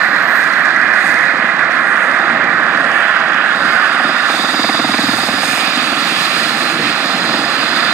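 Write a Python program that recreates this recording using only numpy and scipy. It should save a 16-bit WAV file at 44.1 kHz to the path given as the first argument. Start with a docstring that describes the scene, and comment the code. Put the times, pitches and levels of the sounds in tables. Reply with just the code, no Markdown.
"""A light helicopter runs at flight speed on a lawn in front of tall buildings, some way off.
At first its ducted tail fan howls, and the howl's loudest peaks overload the microphone and crackle,
while the four main blades throb about twenty times a second. Around four seconds in, the howl sinks into
a wider roar and the turbine hiss opens up. The blades slap for two seconds as each hits the swirl of air
left by the one before. The throb and hiss carry on, and the howl starts to return."""
import sys
import numpy as np
from scipy import signal
from scipy.fft import rfft, irfft, next_fast_len
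from scipy.io import wavfile
from scipy.ndimage import uniform_filter1d, minimum_filter1d, map_coordinates

SR = 44100
rng = np.random.default_rng(int(sys.argv[2]) if len(sys.argv) > 2 else 0)


def materialize(psi):
    """Save the field psi as 16-bit PCM at rate SR to the path in sys.argv[1].

    A 1-D psi becomes a single channel; in a 2-D psi each row is a channel.
    """
    bounded = np.clip(np.atleast_2d(psi).T, -1, 1)
    quanta = np.round(bounded * 32767).astype(np.int16)
    wavfile.write(sys.argv[1], SR, quanta)


N = 349713
TIME = np.arange(N) / SR
HZ = np.maximum(np.fft.rfftfreq(next_fast_len(N), 1 / SR), 1)

# Levels are relative. A "colour" says how strong a noise is at each frequency.
# how much louder the left side is than the right: f/Hz, level/dB
SIDE_BALANCE = [(100, 0), (330, 0), (520, -2.5), (900, -5), (1400, -8.5), (1750, -6.5), (2500, -17.5),
                (3300, -6), (4300, -15), (6000, 7.5), (7200, -2), (9000, -4), (10500, 13), (14000, 43)]
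# how the sides line up: f/Hz, lead of the left/rad, likeness/0-1
SIDE_PHASE = [(40, 0, .6), (150, -.2, .99), (430, -.5, .96), (1550, -.7, .98), (2000, -.2, .95),
              (2300, -.3, .7), (2600, .4, .88), (3200, -3, .88), (4600, -2.4, .92), (5200, -1, .7),
              (6500, -.8, .75), (8500, -1.3, .7), (10500, -1.5, .25)]
# narrow dips and one peak on the left: f/Hz, width/Hz, level/dB
LEFT_BUMPS = [(1760, 96, -11), (3490, 150, -30), (3910, 79, 11.5), (4900, 170, -5), (6170, 250, -39)]
# narrow resonances in the roar: f/Hz, width/Hz, level/dB
RESONANCES = [(802, 13.5, 5), (1073, 32, 2), (1740, 24, 2), (2416, 35, 0), (3360, 18, 5), (6960, 75, 5)]

# rumble of air at the microphone: t/s, level/dB
BREEZE_LEVEL = [(0, -68), (3, -73), (4.6, -78), (5.2, -70), (5.8, -64), (6.5, -63), (7.3, -62.5),
                (7.9, -69)]
# colours of that rumble and of a deep swell under the slaps: f/Hz, level/dB
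BREEZE_COLOUR = [(15, -3), (40, -1), (72, 4), (110, -10)]
BASS_COLOUR = [(68, -21), (85, -9), (110, 4), (150, 4), (175, -8)]

# loudness of the exhaust growl and of the turbine rush: t/s, level/dB
GROWL_LEVEL = [(0, -32.5), (2.7, -31.5), (2.9, -27), (4.25, -26.5), (4.45, -31.5), (5.2, -28.5),
               (5.5, -23.5), (6.7, -24.5), (7.55, -26), (7.9, -25.5)]
RUSH_LEVEL = [(0, -33.5), (0.45, -34), (0.93, -36), (1.13, -33.5), (1.55, -38), (2.9, -35), (3.4, -37),
              (3.65, -31.5), (3.9, -33), (4.17, -30), (4.35, -22.5), (4.9, -25.5), (6.6, -25), (7.4, -26),
              (7.8, -26)]
# colours of the growl, the rush, the finest hiss and the air around the whistle: f/Hz, level/dB
GROWL_COLOUR = [(1900, -3), (2200, -2.5), (2500, 2.5), (2800, -3), (3050, -6), (3400, -9)]
RUSH_COLOUR = [(1650, 2), (2800, -1.5), (3080, -8), (3590, 3), (4150, 0), (4500, -1.5), (4830, -1),
               (5650, -11), (6000, -12.5), (7800, -14.5), (13200, -120)]
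SIZZLE_COLOUR = [(12300, -12), (13000, 3), (14000, 3), (14700, -16)]
WHISTLE_AIR_COLOUR = [(12600, -16), (13400, 2), (14200, 4), (14600, -6)]
# colour of the high hiss as the microphone hears it, with hollow dips: f/Hz, level/dB
HISS_COLOUR = [(5000, -28), (5800, -5.5), (6500, 7), (7100, 1), (7600, 0), (8600, 7), (9200, 0), (9800, -7),
               (10900, 2), (12000, -20), (13200, -8), (14500, -23)]
# brief rises of the hiss: t/s, half length/s, level/dB
HISS_SWELLS = [(.4, 0.11, 5), (1.087, 0.16, 9), (1.95, 0.23, 7.5), (2.953, 0.15, 5), (3.745, 0.44, 2.5),
               (5.161, 0.2, 4.5), (5.53, 0.13, 7), (6.287, 0.33, 3.5)]
# four breathy turbine whines, one curve each, and one thin rising whistle: t/s, f/Hz, level/dB
WHINE_CURVES = [
    [(0, 3618, -60), (2.4, 3626, -41), (3.1, 3582, -48), (4.1, 3600, -35), (4.5, 3646, -29),
     (5.2, 3644, -35), (5.7, 3638, -36), (6.6, 3464, -44), (7.3, 3440, -41), (7.9, 3600, -29.5)],
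    [(0, 4146, -41), (.6, 4200, -45), (1, 4222, -47), (4.6, 4178, -61), (5, 4256, -38), (6, 4168, -39),
     (6.65, 4240, -30.5), (7.2, 4136, -34.5), (7.9, 4140, -32)],
    [(0, 4790, -62), (2.5, 4774, -54), (2.85, 4830, -46), (3.52, 4754, -50), (3.62, 4826, -38.5),
     (4.15, 4840, -38), (4.55, 4794, -30.5), (4.9, 4794, -34), (5.2, 4800, -32.5), (5.55, 4923, -33),
     (5.9, 4650, -33.5), (6.35, 4895, -34), (6.8, 4840, -37.5), (7.9, 4830, -29.5)],
    [(0, 5225, -70), (3.5, 5090, -60), (3.65, 5250, -51), (4.2, 5245, -43), (4.5, 5226, -46),
     (5.5, 5200, -35), (5.9, 5340, -43), (6.9, 5210, -37), (7.9, 5000, -45)],
]
WHISTLE_CURVE = [(0, 13800, -52), (.2, 14210, -49), (.37, 14200, -39), (.5, 14480, -53), (.64, 14590, -49),
                 (.75, 14650, -95)]
# tones that ring out of the roar: t/s, half length/s, f/Hz, level/dB
RINGING_TONES = [(2.25, 0.46, 2100, -25.5), (3.05, 0.3, 1752, -20), (3.3, .35, 1900, -26),
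                 (3.3, 0.4, 820, -32)]

# loudness of the tail fan: t/s, level/dB
FAN_LEVEL = [(0, -12.5), (0.8, -12.5), (1.3, -13), (3.6, -14), (3.78, -12), (3.98, -14.3), (4.12, -14.5),
             (4.28, -15.5), (4.42, -18.8), (4.8, -19), (5.15, -19.5), (7.5, -19), (7.78, -16.5), (7.9, -16)]
# path of its howl: t/s, centre f/Hz, share of the fan's power/0-1
HOWL_CURVE = [(0, 1683, 0.66), (.6, 1684, 0.64), (1.1, 1746, 0.77), (2, 1690, 0.5), (3, 1618, 0.52),
              (3.7, 1531, 0.6), (4.2, 1471, 0.27), (4.55, 1429, 0.07), (7.4, 1432, 0), (7.9, 1464, 0.36)]
# colours of its roar and of its howl when centred on HOWL_HZ: f/Hz, level/dB
ROAR_COLOUR = [(850, -23), (1000, -12), (1180, -0.5), (1420, -1), (1600, -4.5), (1760, -1), (1950, -4.5),
               (2200, -14.5), (2400, -44)]
HOWL_COLOUR = [(1000, -11.5), (1250, -14), (1450, 0.5), (1620, 5), (1780, 2.5), (2000, 2), (2130, -6),
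               (2260, -14), (2400, -5.5), (2700, -38), (3200, -64)]
HOWL_HZ = 1700
# microphone crackles during the howl: t/s, level/dB
CRACKLES = [(.091, -26), (.148, -22), (.164, -18), (.225, -18), (.283, -20), (.44, -15), (.528, -17),
            (.536, -15), (.648, -20), (.655, -12), (.746, -23), (.766, -17), (.817, -18), (.881, -18),
            (.944, -21), (1.092, -19), (1.143, -11), (1.19, -16), (1.255, -19), (1.371, -19), (1.377, -20),
            (1.466, -21), (1.497, -22), (1.511, -24), (1.566, -18), (1.631, -21), (1.649, -21),
            (1.713, -17), (1.721, -16), (1.782, -21), (1.925, -19), (1.967, -18), (2.114, -18),
            (2.442, -16), (2.664, -22), (2.771, -22), (2.843, -21), (2.917, -14), (2.989, -20),
            (3.074, -21), (3.195, -20), (3.203, -20), (3.287, -18), (3.334, -17), (3.345, -15),
            (3.734, -16), (3.857, -18), (3.876, -20)]

# how often a main blade goes by: t/s, f/Hz
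BLADE_RATE = [(0, 20.1), (1.5, 19.86), (3, 19.9), (4, 20.13), (5, 20.22), (6, 20.45), (7.9, 20.5)]
# colours of the wash (air churned by the rotor), the blade swish and the slap: f/Hz, level/dB
WASH_COLOUR = [(45, -36), (70, -19.5), (100, -21), (135, -9), (175, -4), (250, -1), (315, -1), (370, -7),
               (410, -20.5), (460, -8), (560, -17.5)]
SWISH_COLOUR = [(240, -19), (400, -7), (428, -14.5), (548, -1), (599, -3.5), (663, 2), (804, -1), (949, -6),
                (1050, -4.5), (1360, -31), (2310, -120)]
SLAP_COLOUR = [(380, -31), (460, -6), (600, -0.5), (800, -3.5), (950, 1.5), (1300, -3.5), (1800, -5),
               (2400, -6.5)]
# overtones in the rotor's hum: multiple of the blade rate, level/dB
HUM_OVERTONES = [(12, -7), (13, 0), (14, -7)]
# moments when the hum stands out: t/s, half length/s, level/dB
HUM_SWELLS = [(5.8, 0.22, -34.5), (7.09, 0.12, -25.5), (7.642, 0.14, -30.5)]
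# paths of a thump, direct and off the buildings: delay/s, level/dB
THUMP_PATHS = [(0, 3.5), (.0042, -8), (0.016, -15), (.039, -4)]
# blend from light to deep thumps: t/s, depth/0-1
THUMP_DEPTH = [(0, 0), (4.55, 0.5), (5.1, 0.33), (7.9, 0.4)]
# blades cut their own wake: t/s, half length/s, wash change/dB, swish change/dB, sharpness/0-1
WAKE_SPELLS = [(.1, 0.4, 0.5, 0, 0.03), (0.995, 0.096, 2.5, 1.5, 0.02), (2.301, 0.52, 4.5, 3, 0),
               (2.856, 0.16, 4, 3, 0), (3.895, 0.49, 0.5, 2, 0), (4.48, 0.68, -2, -2, 0.09),
               (4.96, 0.19, -1, 0, 0), (5.6, 0.27, -1, 0, 0.04), (7.304, 0.26, 1.5, 2, 0.05)]
# the loudest slaps: t/s, thump level/dB, knock level/dB, crack level/dB
LOUD_SLAPS = [(1.143, -18, -40, -40), (1.343, -18, -40, -40), (1.395, -17, -32, -40),
              (1.444, -17.5, -40, -40), (3.951, -22, -39, -25), (4.008, -23, -15, -30),
              (4.049, -29, -16, -30), (4.099, -17, -16, -27), (4.245, -23, -23, -34),
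              (4.303, -26, -19, -23), (4.349, -19, -15, -23), (4.399, -18, -20, -24),
              (4.447, -18, -15, -24), (4.499, -34, -16.5, -27), (4.549, -21, -24, -20.5),
              (4.598, -14, -19, -21), (4.650, -12, -10.5, -18), (4.699, -13.5, -12, -17),
              (4.752, -15, -18, -19), (4.801, -10, -20, -16), (4.851, -12, -13.5, -23),
              (4.898, -11, -10, -22), (4.946, -13, -22, -17), (4.994, -12, -17, -19), (5.044, -9, -18, -26),
              (5.094, -13, -19, -22), (5.141, -13.5, -17, -25), (5.191, -19, -15, -28),
              (5.240, -18, -26, -26), (5.292, -18, -18, -23), (5.344, -20, -30, -24),
              (5.388, -25, -17, -28), (5.440, -25, -19, -20), (5.484, -21, -32, -27),
              (5.535, -22, -21, -27), (5.582, -19, -17, -25), (5.631, -24, -18, -36),
              (5.680, -20, -24, -32), (5.778, -17, -27, -27), (5.833, -18, -21, -32),
              (5.886, -22, -19, -29), (5.934, -28, -22, -23), (7.054, -15, -37, -32),
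              (7.354, -15, -22, -28)]


def from_db(db):
    """Turn decibels into a gain; [[left], [right]] gives one for each side."""
    return 10 ** (np.asarray(db) / 20)


def unit_power(x):
    """Scale a signal to an average power of 1."""
    return x / np.sqrt(np.mean(x ** 2) + 1e-20)


def in_time(rows):
    """Read each column after the time at every sample."""
    times, *columns = np.transpose(rows)
    return [np.interp(TIME, times, column) for column in columns]


def over_hz(rows, column=1):
    """Read one column at every frequency, on a scale of octaves."""
    rows = np.array(rows)
    return np.interp(np.log(HZ), np.log(rows[:, 0]), rows[:, column])


def bumps(rows):
    """Gain at every frequency for a few rounded peaks and dips."""
    return from_db(sum(db * np.exp(-((HZ - hz) / width) ** 2) for hz, width, db in rows))


def swell(middle_s, half_s):
    """A rounded rise and fall of height 1."""
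    return np.exp(-np.minimum(((TIME - middle_s) / half_s) ** 2, 50))


def drift(rate_hz):
    """A smooth random wobble, about 1 in size."""
    step = 40  # samples between random values
    pole = np.exp(-2 * np.pi * rate_hz * step / SR)
    slow = signal.lfilter([1], [1, -2 * pole, pole * pole], rng.standard_normal(N // step + 2002))[2000:]
    return np.interp(np.arange(N) / step, np.arange(len(slow)), unit_power(slow))


def keep_band(x, kind, hz, order):
    """Let the lows, the highs or a band through; a higher order cuts more steeply."""
    return signal.sosfilt(signal.butter(order, hz, kind, fs=SR, output="sos"), x)


def glide(pair, speed):
    """Slide a sound in pitch by playing it at a changing speed."""
    position = np.cumsum(speed)
    return np.array([map_coordinates(side, [position], order=3, mode="mirror") for side in pair])


def turbulence(colour):
    """Noise of swirling air as the left and right sides hear it; their average has a power of 1."""
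    size = next_fast_len(N)
    common, own = rfft(rng.standard_normal((2, size)))
    lead, alike = over_hz(SIDE_PHASE), over_hz(SIDE_PHASE, column=2)
    tilt = from_db(over_hz(SIDE_BALANCE)) * bumps(LEFT_BUMPS)
    left = tilt * (alike * np.exp(1j * lead) * common + np.sqrt(1 - alike ** 2) * own)
    both_sides = np.sqrt(1 + tilt ** 2 + 2 * tilt * alike * np.cos(lead) + 1e-6)
    edge_fade = np.minimum(1, np.minimum(HZ / colour[0][0], colour[-1][0] / HZ)) ** 10
    gain = from_db(over_hz(colour)) * bumps(RESONANCES) * edge_fade / both_sides
    pair = irfft(np.array([left, common]) * gain, size)[:, :N]
    return pair / np.std(pair.mean(axis=0))


def breeze():
    """Air rumbles faintly at the microphone; the wash briefly reaches deeper under the slaps."""
    rumble = from_db(in_time(BREEZE_LEVEL)[0] + 2.3 * drift(1.5)) * turbulence(BREEZE_COLOUR)
    return rumble + from_db(-38) * swell(middle_s=5.1, half_s=.47) * turbulence(BASS_COLOUR)


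def crackle(band_hz=(4900, 6000)):
    """The microphone gives tiny sharp ticks during the opening howl, mostly on the right."""
    clicks = np.zeros(N)
    for s, db in CRACKLES:
        clicks[int(s * SR)] = from_db(db) * rng.choice([-1, 1])
    b, a = signal.butter(1, band_hz, "band", fs=SR)
    return signal.lfilter(b / b[0], a, clicks + 1e-18) * from_db([[-24], [-4.5]])


def ringing_tones(wander_hz=8.8, flutter_db=2.5):
    """Wavering tones rise out of the roar and sink back, mostly on the right."""
    tones = 0
    for s, half_s, hz, db in RINGING_TONES:
        tone = np.sin(2 * np.pi * np.cumsum(hz + wander_hz * drift(20.4)) / SR)
        tones = tones + from_db(db + flutter_db * drift(6.5)) * swell(s, half_s) * tone
    return tones * from_db([[-4], [4]])


def whine(curve, edge_hz=300, edge_db=-17):
    """A breathy turbine whine: narrow noise that wanders in pitch and level."""
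    hz, db = in_time(curve)
    middle_hz = np.median(hz)
    offsets = np.linspace(-1.5, 1.5, 13)
    colour = np.transpose([middle_hz + edge_hz * offsets, edge_db * offsets ** 2])
    return from_db(db) * glide(turbulence(colour), hz / middle_hz)


def whistle():
    """A thin, very high turbine whistle with a little hiss around it, mostly on the left."""
    hz, db = in_time(WHISTLE_CURVE)
    gain = from_db(db + 2.5 * drift(25))
    tone = np.sin(2 * np.pi * np.cumsum(hz + 85 * drift(250)) / SR)
    air = from_db(db - 6) * turbulence(WHISTLE_AIR_COLOUR)
    return (gain * tone + air) * from_db([[-2.5], [-10]])


def turbines(rush_db, rise_db):
    """The exhaust growls and the turbines rush, hiss and whine, fluttering in the moving air."""
    hiss_rise_db = 1.22 * rise_db + sum(db * swell(s, half_s) for s, half_s, db in HISS_SWELLS)
    flutter_db = drift(4.5)
    growl = from_db(in_time(GROWL_LEVEL)[0] + 1.37 * drift(4.9)) * turbulence(GROWL_COLOUR)
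    rush = from_db(rush_db + .08 + flutter_db) * turbulence(RUSH_COLOUR)
    hiss = from_db(-44 + hiss_rise_db + .5 * flutter_db + 1.15 * drift(17)) * turbulence(HISS_COLOUR)
    sizzle = from_db(-60 + 1.4 * hiss_rise_db + flutter_db) * turbulence(SIZZLE_COLOUR)
    whines = from_db(1.25 * flutter_db) * sum(whine(curve) for curve in WHINE_CURVES)
    return growl + rush + hiss + sizzle + whines + whistle()


def blade_count():
    """Main blades gone by so far; one faces the listener at every whole number."""
    return .15 + np.cumsum(in_time(BLADE_RATE)[0]) / SR


def chop(share, width, early, uneven_db, echo, echo_late):
    """Gain that packs a share of the power into a burst per blade and a wall echo (times in blades)."""
    count = blade_count() + early
    strength = from_db(uneven_db * rng.standard_normal(256)) ** 2
    power = 0
    for weight, passes in ((1, count), (echo, count - echo_late)):
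        blade = np.round(passes)
        burst = np.exp(-.5 * ((passes - blade) / width) ** 2)
        power = power + weight * strength[blade.astype(int)] * burst
    share = np.clip(share, 0, .95)
    return np.sqrt(1 - share + share * power / power.mean())


def tail_fan(slap_share):
    """The ducted fan's surging howl slides down and fades into a roar that the main blades chop."""
    centre_hz, howl_share = in_time(HOWL_CURVE)
    howl = glide(turbulence(HOWL_COLOUR), centre_hz / HOWL_HZ)
    surge = from_db(1.2 * drift(34) - .15)
    roar = turbulence(ROAR_COLOUR)
    roar *= chop(.33 * slap_share, width=.065, early=.03, uneven_db=1.8, echo=.1, echo_late=.4)
    gain = from_db(in_time(FAN_LEVEL)[0] - .28 + .25 * drift(7.3))
    return gain * (np.sqrt(howl_share) * surge * howl + np.sqrt(1 - howl_share) * roar)


def rotor_hum():
    """A few overtones of the blade rate stand out of the wash now and then."""
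    phase = 2 * np.pi * blade_count()
    hum = sum(from_db(db + 2 * drift(5.4)) * np.cos(multiple * phase) for multiple, db in HUM_OVERTONES)
    return unit_power(hum) * sum(from_db(db) * swell(s, half_s) for s, half_s, db in HUM_SWELLS)


def thumps(early_blades=.08, uneven_db=1.2, jitter_s=.00018):
    """Each blade sends out a push of air, which arrives directly and off the buildings."""
    pass_s = np.flatnonzero(np.diff(np.floor(blade_count() + early_blades))) / SR
    size, shift = rng.standard_normal((256, 2))[:len(pass_s)].T
    clicks = np.zeros(N)
    for delay_s, db in THUMP_PATHS:
        arrival = np.round((pass_s + delay_s + jitter_s * shift) * SR).astype(int)
        clicks[np.clip(arrival, 0, N - 1)] += from_db(db + uneven_db * size)
    dull = keep_band(clicks, "low", hz=365, order=8)
    light = unit_power(keep_band(dull, "high", hz=220, order=3))
    deep = unit_power(keep_band(dull, "high", hz=152, order=3))
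    depth = in_time(THUMP_DEPTH)[0]
    return (1 - depth) * light + depth * deep


def puff(middle_s, hz, half_s, pitch_spread=.065, sag_per_s=28):
    """One thump or knock of a slap: a few waves that sag in pitch."""
    hz = hz * (1 + pitch_spread * rng.normal())
    near = np.abs(TIME - middle_s) < 4 * half_s
    age = TIME[near] - middle_s
    cycles = hz * (age - .5 * sag_per_s * age ** 2) + rng.random()
    burst = np.zeros(N)
    burst[near] = np.exp(-(age / half_s) ** 2) * np.sin(2 * np.pi * cycles)
    return burst


def blade_slaps(lead_s=.00522, echo_s=.00537, echo_db=-3.5):
    """A blade hits the swirl left by the one before: a crack and a knock, their echo and a low thump."""
    paths = [(-lead_s, 0), (echo_s - lead_s, echo_db)]  # direct, and off a nearby surface
    thump = sum(from_db(db) * puff(s, hz=267.4, half_s=.0059) for s, db, _, _ in LOUD_SLAPS)
    knock = sum(from_db(db + loss) * puff(s + late, hz=785.7, half_s=.0036)
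                for s, _, db, _ in LOUD_SLAPS for late, loss in paths)
    bursts = sum(from_db(db + loss) * swell(s + late, half_s=.0053)
                 for s, _, _, db in LOUD_SLAPS for late, loss in paths)
    crack = bursts * unit_power(keep_band(rng.standard_normal(N), "band", hz=(450, 2270), order=4))
    return thump + knock * from_db([[-2], [2]]) + crack * from_db([[-3], [4.5]])


def wake():
    """Blades cut their own wake: the changes in wash (dB), swish (dB) and sharpness over time."""
    return sum(np.outer(heights, swell(s, half_s)) for s, half_s, *heights in WAKE_SPELLS)


def main_rotor(wash_db, swish_db, thump_share, slap_share):
    """Over the churning, swishing air, each passing blade gives a short slap and a low thump."""
    wash = turbulence(WASH_COLOUR)
    wash *= chop(thump_share, width=.093, early=0, uneven_db=2.4, echo=.14, echo_late=.2)
    throb = np.sqrt(1 - thump_share) * wash + np.sqrt(thump_share) * thumps()
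    low = keep_band(throb, "high", hz=84, order=3)
    slaps = from_db(6) * turbulence(SLAP_COLOUR)
    slaps *= chop(1, width=.095, early=.05, uneven_db=1.2, echo=.06, echo_late=.4)
    middle = np.sqrt(1 - slap_share) * turbulence(SWISH_COLOUR) + np.sqrt(slap_share) * slaps
    return from_db(wash_db + 1.6 * drift(2.6)) * low + from_db(swish_db + .5 * drift(4.6)) * middle


def scene():
    """Mix it all: wash and hiss rise with the turbine rush, and the wake sharpens the throb."""
    rush_db = in_time(RUSH_LEVEL)[0]
    rise_db = rush_db - rush_db.mean()
    wake_wash_db, wake_swish_db, sharpness = wake()
    wash_db = -29.5 + .6 * rise_db + wake_wash_db
    swish_db = -26.5 + wake_swish_db
    thump_share = .14 + .71 * sharpness
    slap_share = .06 + 1.6 * sharpness
    rotor = main_rotor(wash_db, swish_db, thump_share, slap_share) + blade_slaps() + rotor_hum()
    helicopter = rotor + tail_fan(slap_share) + ringing_tones() + turbines(rush_db, rise_db)
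    return helicopter + crackle() + breeze()


def record(dry, limit_db=2, ceiling=.98, cutoff_hz=14800):
    """A quick limiter turns down big bursts, peaks still too tall are flattened, and the top is cut."""
    needed_gain = np.minimum(1, from_db(limit_db) / (np.abs(dry).max(axis=0) + 1e-9))
    held = dry * uniform_filter1d(minimum_filter1d(needed_gain, size=256), size=256)
    clipped = held / (1 + (held / ceiling) ** 24) ** (1 / 24)
    fade_in = np.minimum(1, TIME / .002)
    return signal.sosfilt(signal.ellip(10, .1, 70, cutoff_hz, fs=SR, output="sos"), clipped * fade_in)


dry = scene()
out = record(dry)
materialize(out)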